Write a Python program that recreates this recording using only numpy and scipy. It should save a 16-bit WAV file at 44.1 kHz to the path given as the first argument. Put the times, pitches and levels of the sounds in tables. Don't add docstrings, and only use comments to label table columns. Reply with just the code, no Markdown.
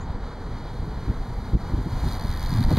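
import sys
import numpy as np
from scipy import signal
from scipy.fft import rfft, irfft
from scipy.io import wavfile
from scipy.ndimage import uniform_filter1d

SR = 44100
rng = np.random.default_rng(int(sys.argv[2]) if len(sys.argv) > 2 else 0)


def dump_mix(stems):
    frames = np.atleast_2d(stems).T
    limited = np.clip(frames, -1, 1)
    pcm = np.round(limited * 32767).astype(np.int16)
    wavfile.write(sys.argv[1], SR, pcm)


def gain_from_db(level_db):
    decades = np.asarray(level_db, float) / 20
    return 10 ** decades


N = 122598


def rms_one(x):
    return x / np.sqrt(np.mean(x ** 2) + 1e-20)


def in_time(rows):
    s, *columns = np.transpose(rows)
    return [np.interp(np.arange(N) / SR, s, column) for column in columns]


def drift(rate_hz):
    r = np.exp(-2 * np.pi * rate_hz * 40 / SR)
    white = rng.standard_normal(N // 40 + 2002)
    slow = signal.lfilter([1], [1, -2 * r, r * r], white)[2000:]
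    return np.interp(np.arange(N) / 40, np.arange(len(slow)), rms_one(slow))


def band(x, low_hz, high_hz):
    sos = signal.butter(2, [low_hz, min(high_hz, .45 * SR)], "band", fs=SR, output="sos")
    return signal.sosfilt(sos, x)


def banded_noise(spectrum, patchy_db, rate_hz):
    hz, db = np.transpose(spectrum)
    edges = 16 * 2 ** np.arange(0, 10.6, .5)
    together = drift(rate_hz)
    white = rng.standard_normal((2, N + SR // 2))
    out = 0
    for k, (low_hz, high_hz) in enumerate(zip(edges, edges[1:])):
        middle = np.log(low_hz * high_hz) / 2
        band_db = np.interp(middle, np.log(hz), db, left=-90, right=-90)
        if band_db > -90:
            flicker_db = patchy_db * (together + 0.78 * drift(rate_hz))
            out = out + gain_from_db(band_db + flicker_db) * band(white[k % 2], low_hz, high_hz)[-N:]
    return rms_one(out)


def wind():
    # start_s, level_db
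    wind_levels = [(0.0, -31.5), (0.1, -29), (0.32, -35), (0.53, -31), (0.76, -34), (1.35, -31.5),
                   (2.01, -28.5), (2.4, -28.5), (2.51, -31), (2.69, -20.5), (2.78, -26.5)]
    # edge_hz, density_db (per Hz)
    wind_colour = [(12, -32), (20, 4.5), (103, -5.5), (229, -14.5), (338, -24.5), (475, -28.5), (560, -35),
                   (700, -33.5), (910, -19), (1540, -120)]
    wind_db, = in_time(wind_levels)
    return gain_from_db(wind_db + 0.5) * banded_noise(wind_colour, patchy_db=0.95, rate_hz=25.5)


def buffets():
    # middle_s, level_db, length_s, low_hz, high_hz
    gusts = [(.1, -25.5, 0.029, 74, 131.4), (.8, -21, 0.012, 37.6, 248), (0.836, -25.5, 0.068, 24, 257),
             (.88, -27, 0.026, 62, 300), (.985, -27.5, 0.024, 34, 192), (1.1, -16.5, 0.035, 28.3, 314),
             (1.2, -26.5, 0.079, 21.8, 98), (1.376, -25, 0.081, 22.3, 117), (1.553, -7.5, 0.031, 26, 320),
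             (1.74, -16, 0.033, 31, 308), (1.79, -21, 0.038, 46, 410), (1.87, -23, 0.021, 137, 323),
             (1.93, -27.5, 0.04, 69, 205), (2.06, -17, 0.044, 32.3, 235), (2.246, -20.5, 0.02, 31, 258),
             (2.3, -22, 0.03, 24, 150), (2.45, -26.5, 0.086, 30, 120), (2.54, -19.5, 0.061, 90, 251),
             (2.605, -14.5, 0.046, 91, 242), (2.66, -14.5, 0.049, 13.8, 198), (2.685, -11, 0.019, 25, 256),
             (2.72, -17, 0.023, 110, 620), (2.748, -13, 0.028, 86.4, 284), (2.778, -8.5, 0.011, 69, 370)]
    tilt_db = -4
    t = np.arange(-4096, 4096) / SR
    out = np.zeros(N)
    for middle_s, db, length_s, low_hz, high_hz in gusts:
        white = rng.standard_normal(2 * len(t))
        swell = np.exp(-(2 * t / length_s) ** 2)
        edges = np.geomspace(low_hz, high_hz, num=4)
        lump = 0
        for k, (a, b) in enumerate(zip(edges, edges[1:])):
            third = band(band(white, .7 * a, 1.3 * b), a, b)[len(t):]
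            lump = lump + gain_from_db(tilt_db * k) * rms_one(swell * third)
        lump = rms_one(lump) * np.sqrt(np.mean(swell ** 2))
        at = int(middle_s * SR) + np.arange(len(t)) - len(t) // 2
        inside = (at >= 0) & (at < N)
        out[at[inside]] += gain_from_db(db) * lump[inside]
    return out


def field():
    # edge_hz, density_db (per Hz)
    field_colour = [(150, -0.5), (450, -6), (650, -7), (1050, -7), (2000, -15), (4000, -22.5),
                    (7000, -31.5), (14500, -47.5)]
    hiss = gain_from_db(-41.5) * banded_noise(field_colour, patchy_db=1.12, rate_hz=6.3)
    return signal.sosfilt(signal.butter(8, 14300, fs=SR, output="sos"), hiss)


def road():
    low_hz, high_hz, drone_db = 385, 513.5, -49
    fade_db = np.interp(np.arange(N) / SR, (1.9, 1.9), [0, -19])
    drone = band(band(rng.standard_normal(N), low_hz, high_hz), low_hz, high_hz)
    return gain_from_db(drone_db + fade_db + 0.93 * drift(3.3)) * rms_one(drone)


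def bird():
    # start_s, pitch_hz, level_db
    chirp = [
        (0.0, 6060, -76),
        (0.01, 6540, -57),
        (0.026, 7185, -63),
        (0.032, 7100, -60),
        (0.04, 6623, -68),
        (0.05, 6350, -73),
    ]
    hz, db = in_time(chirp)
    whistle = np.sqrt(2) * np.sin(2 * np.pi * np.cumsum(hz) / SR)
    sounding = np.arange(N) < chirp[-1][0] * SR
    return gain_from_db(db + 6) * whistle * sounding


def frame_tick():
    first_s, ticks_per_s = .0055, 59.94
    ring_hz, tick_db, t60_s = 7750, -57, .006
    at_s = np.arange(first_s, N / SR, 1 / ticks_per_s)
    clicks = np.full(N, 1e-18)
    clicks[(at_s * SR).astype(int)] = gain_from_db(tick_db)
    r, w = gain_from_db(-60 / (t60_s * SR)), 2 * np.pi * ring_hz / SR
    ring = signal.lfilter([0, np.sin(w)], [1, -2 * r * np.cos(w), r * r], clicks)
    return band(ring, ring_hz - 600, ring_hz + 900)


def rush():
    # edge_hz, density_db (per Hz)
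    rush_colour = [(500, -16), (850, -7.5), (1300, 2.5), (2000, 2), (4200, -4), (6500, -7), (10000, -13),
                   (15000, -14.5)]
    take_off_s, grass_low_hz, grass_lost = (2.1, 2.18), 3500, .55
    x = gain_from_db(12.5) * banded_noise(rush_colour, patchy_db=.8, rate_hz=25)
    grass = signal.sosfiltfilt(signal.butter(2, grass_low_hz, "high", fs=SR, output="sos"), x)
    return x - grass * np.interp(np.arange(N) / SR, take_off_s, [0, grass_lost])


def tyre_ring():
    middle_hz, width_hz, ring_db = 973, 163, 4.5
    hum = band(rng.standard_normal(N), middle_hz - width_hz / 2, middle_hz + width_hz / 2)
    return gain_from_db(ring_db + 2.0 * drift(44)) * rms_one(hum)


def freewheel():
    # start_s, teeth_passed (count)
    travel = [(1.99, 0), (2.114, 18), (2.17, 24), (2.182, 25), (2.238, 29), (2.2487, 30), (2.3137, 36),
              (2.3728, 41), (2.4269, 46), (2.6612, 67), (2.7913, 79)]
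    pawl_db, spread_db, hub_db = 13, 2, 1
    t60_s, rise_s, fade_in_s, jitter_s = .02, .0004, 0.11, .0004
    s, teeth = np.transpose(travel)
    drops_s = np.interp(np.arange(teeth[-1]), teeth, s)
    chance = rng.standard_normal((len(drops_s), 2))
    at = ((drops_s + jitter_s * chance[:, 0]) * SR).astype(int)
    fade_in = np.clip((drops_s - s[0]) / fade_in_s, 0, 1)
    clicks = np.zeros(N + SR)
    clicks[at] = gain_from_db(spread_db * chance[:, 1]) * fade_in
    burst = signal.lfilter([1], [1, -gain_from_db(-60 / (t60_s * SR))], clicks[:N] + 1e-18)
    burst = uniform_filter1d(burst, size=int(2 * rise_s * SR))
    white = rng.standard_normal(N)
    pawl = rms_one(band(white, 5100, 15500))
    hub = rms_one(band(white[::-1], 3300, 5100))
    return gain_from_db(pawl_db) * burst * (pawl + gain_from_db(hub_db) * hub)


def bicycle():
    # start_s, level_db
    nearness = [(0, -85), (.7, -69), (1.5, -64.5), (1.85, -62.5), (2.0, -57), (2.1, -55.5), (2.2, -55.5),
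                (2.45, -52.5), (2.64, -50), (2.67, -54.5), (2.7, -48), (2.765, -48.5), (2.78, -39)]
    near_db, = in_time(nearness)
    return gain_from_db(near_db) * (rush() + tyre_ring() + freewheel())


def scene():
    air = wind() + buffets() + field() + road()
    return np.tile(air + bird() + bicycle(), (2, 1))


def port(x):
    # middle_hz, width_hz, depth_db
    cancellations = [(2706, 502, -45), (5470, 410, -35), (7855, 790, -34), (10970, 390, -20)]
    lift_hz, lift_width_hz, lift_db = 4410, 584, 3.5
    padded = np.pad(x, 2048, mode="reflect")
    hz = np.arange(len(padded) // 2 + 1) * SR / len(padded)
    gain = gain_from_db(lift_db * np.exp(-((hz - lift_hz) / lift_width_hz) ** 8))
    for middle_hz, width_hz, depth_db in cancellations:
        off = ((hz - middle_hz) / width_hz) ** 2
        gain = gain * np.sqrt((off + gain_from_db(2 * depth_db)) / (1 + off))
    return irfft(rfft(padded) * gain, len(padded))[2048:-2048]


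def limiter(x):
    limit_db, release_db_per_s, squeeze = -13.5, 244, .8
    climb_db = release_db_per_s * np.arange(N) / SR
    held_db = np.maximum.accumulate(20 * np.log10(abs(x) + 1e-9) + climb_db) - climb_db
    over_db = np.maximum(held_db - limit_db, 0)
    return x * gain_from_db(-squeeze * signal.lfilter([.02], [1, -.98], over_db))


def difference(d):
    low_hz, sure_hz = 300, 2800
    kept_far, kept_near, blur = 0.63, .12, 0.21

    def keep(from_hz, to_hz):
        sos = signal.butter(4, [from_hz, to_hz], "band", fs=SR, output="sos")
        return signal.sosfiltfilt(sos, d)

    blocks = np.arange(N // 1024 + 2) * 1024 + 344
    edges = np.geomspace(low_hz, sure_hz, num=9)
    share = np.interp(blocks / SR, [1.4, 2.1], [kept_far, kept_near])
    flutter = rms_one(band(rng.standard_normal(N), 150, 600))
    out = keep(sure_hz, .45 * SR) * (1 - blur / 2 + blur * flutter)
    for k, luck in enumerate(rng.random((8, len(blocks)))):
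        survives = luck < share * (k + 5) / 9
        out = out + keep(edges[k], edges[k + 1]) * np.interp(np.arange(N), blocks, survives)
    return out


def band_limit(x):
    return signal.sosfilt(signal.butter(12, 15640, fs=SR, output="sos"), x)


def record(dry):
    x = limiter(port(dry[0]) + frame_tick())
    x = signal.sosfilt(signal.cheby2(20, 15, 15330, fs=SR, output="sos"), x)
    late = np.concatenate([x[:1], x[:-1]])
    middle = (late + x) / 2
    side = difference((late - x) / 2)
    return band_limit(np.array([middle + side, middle - side]))


dry = scene()
out = record(dry)
dump_mix(out)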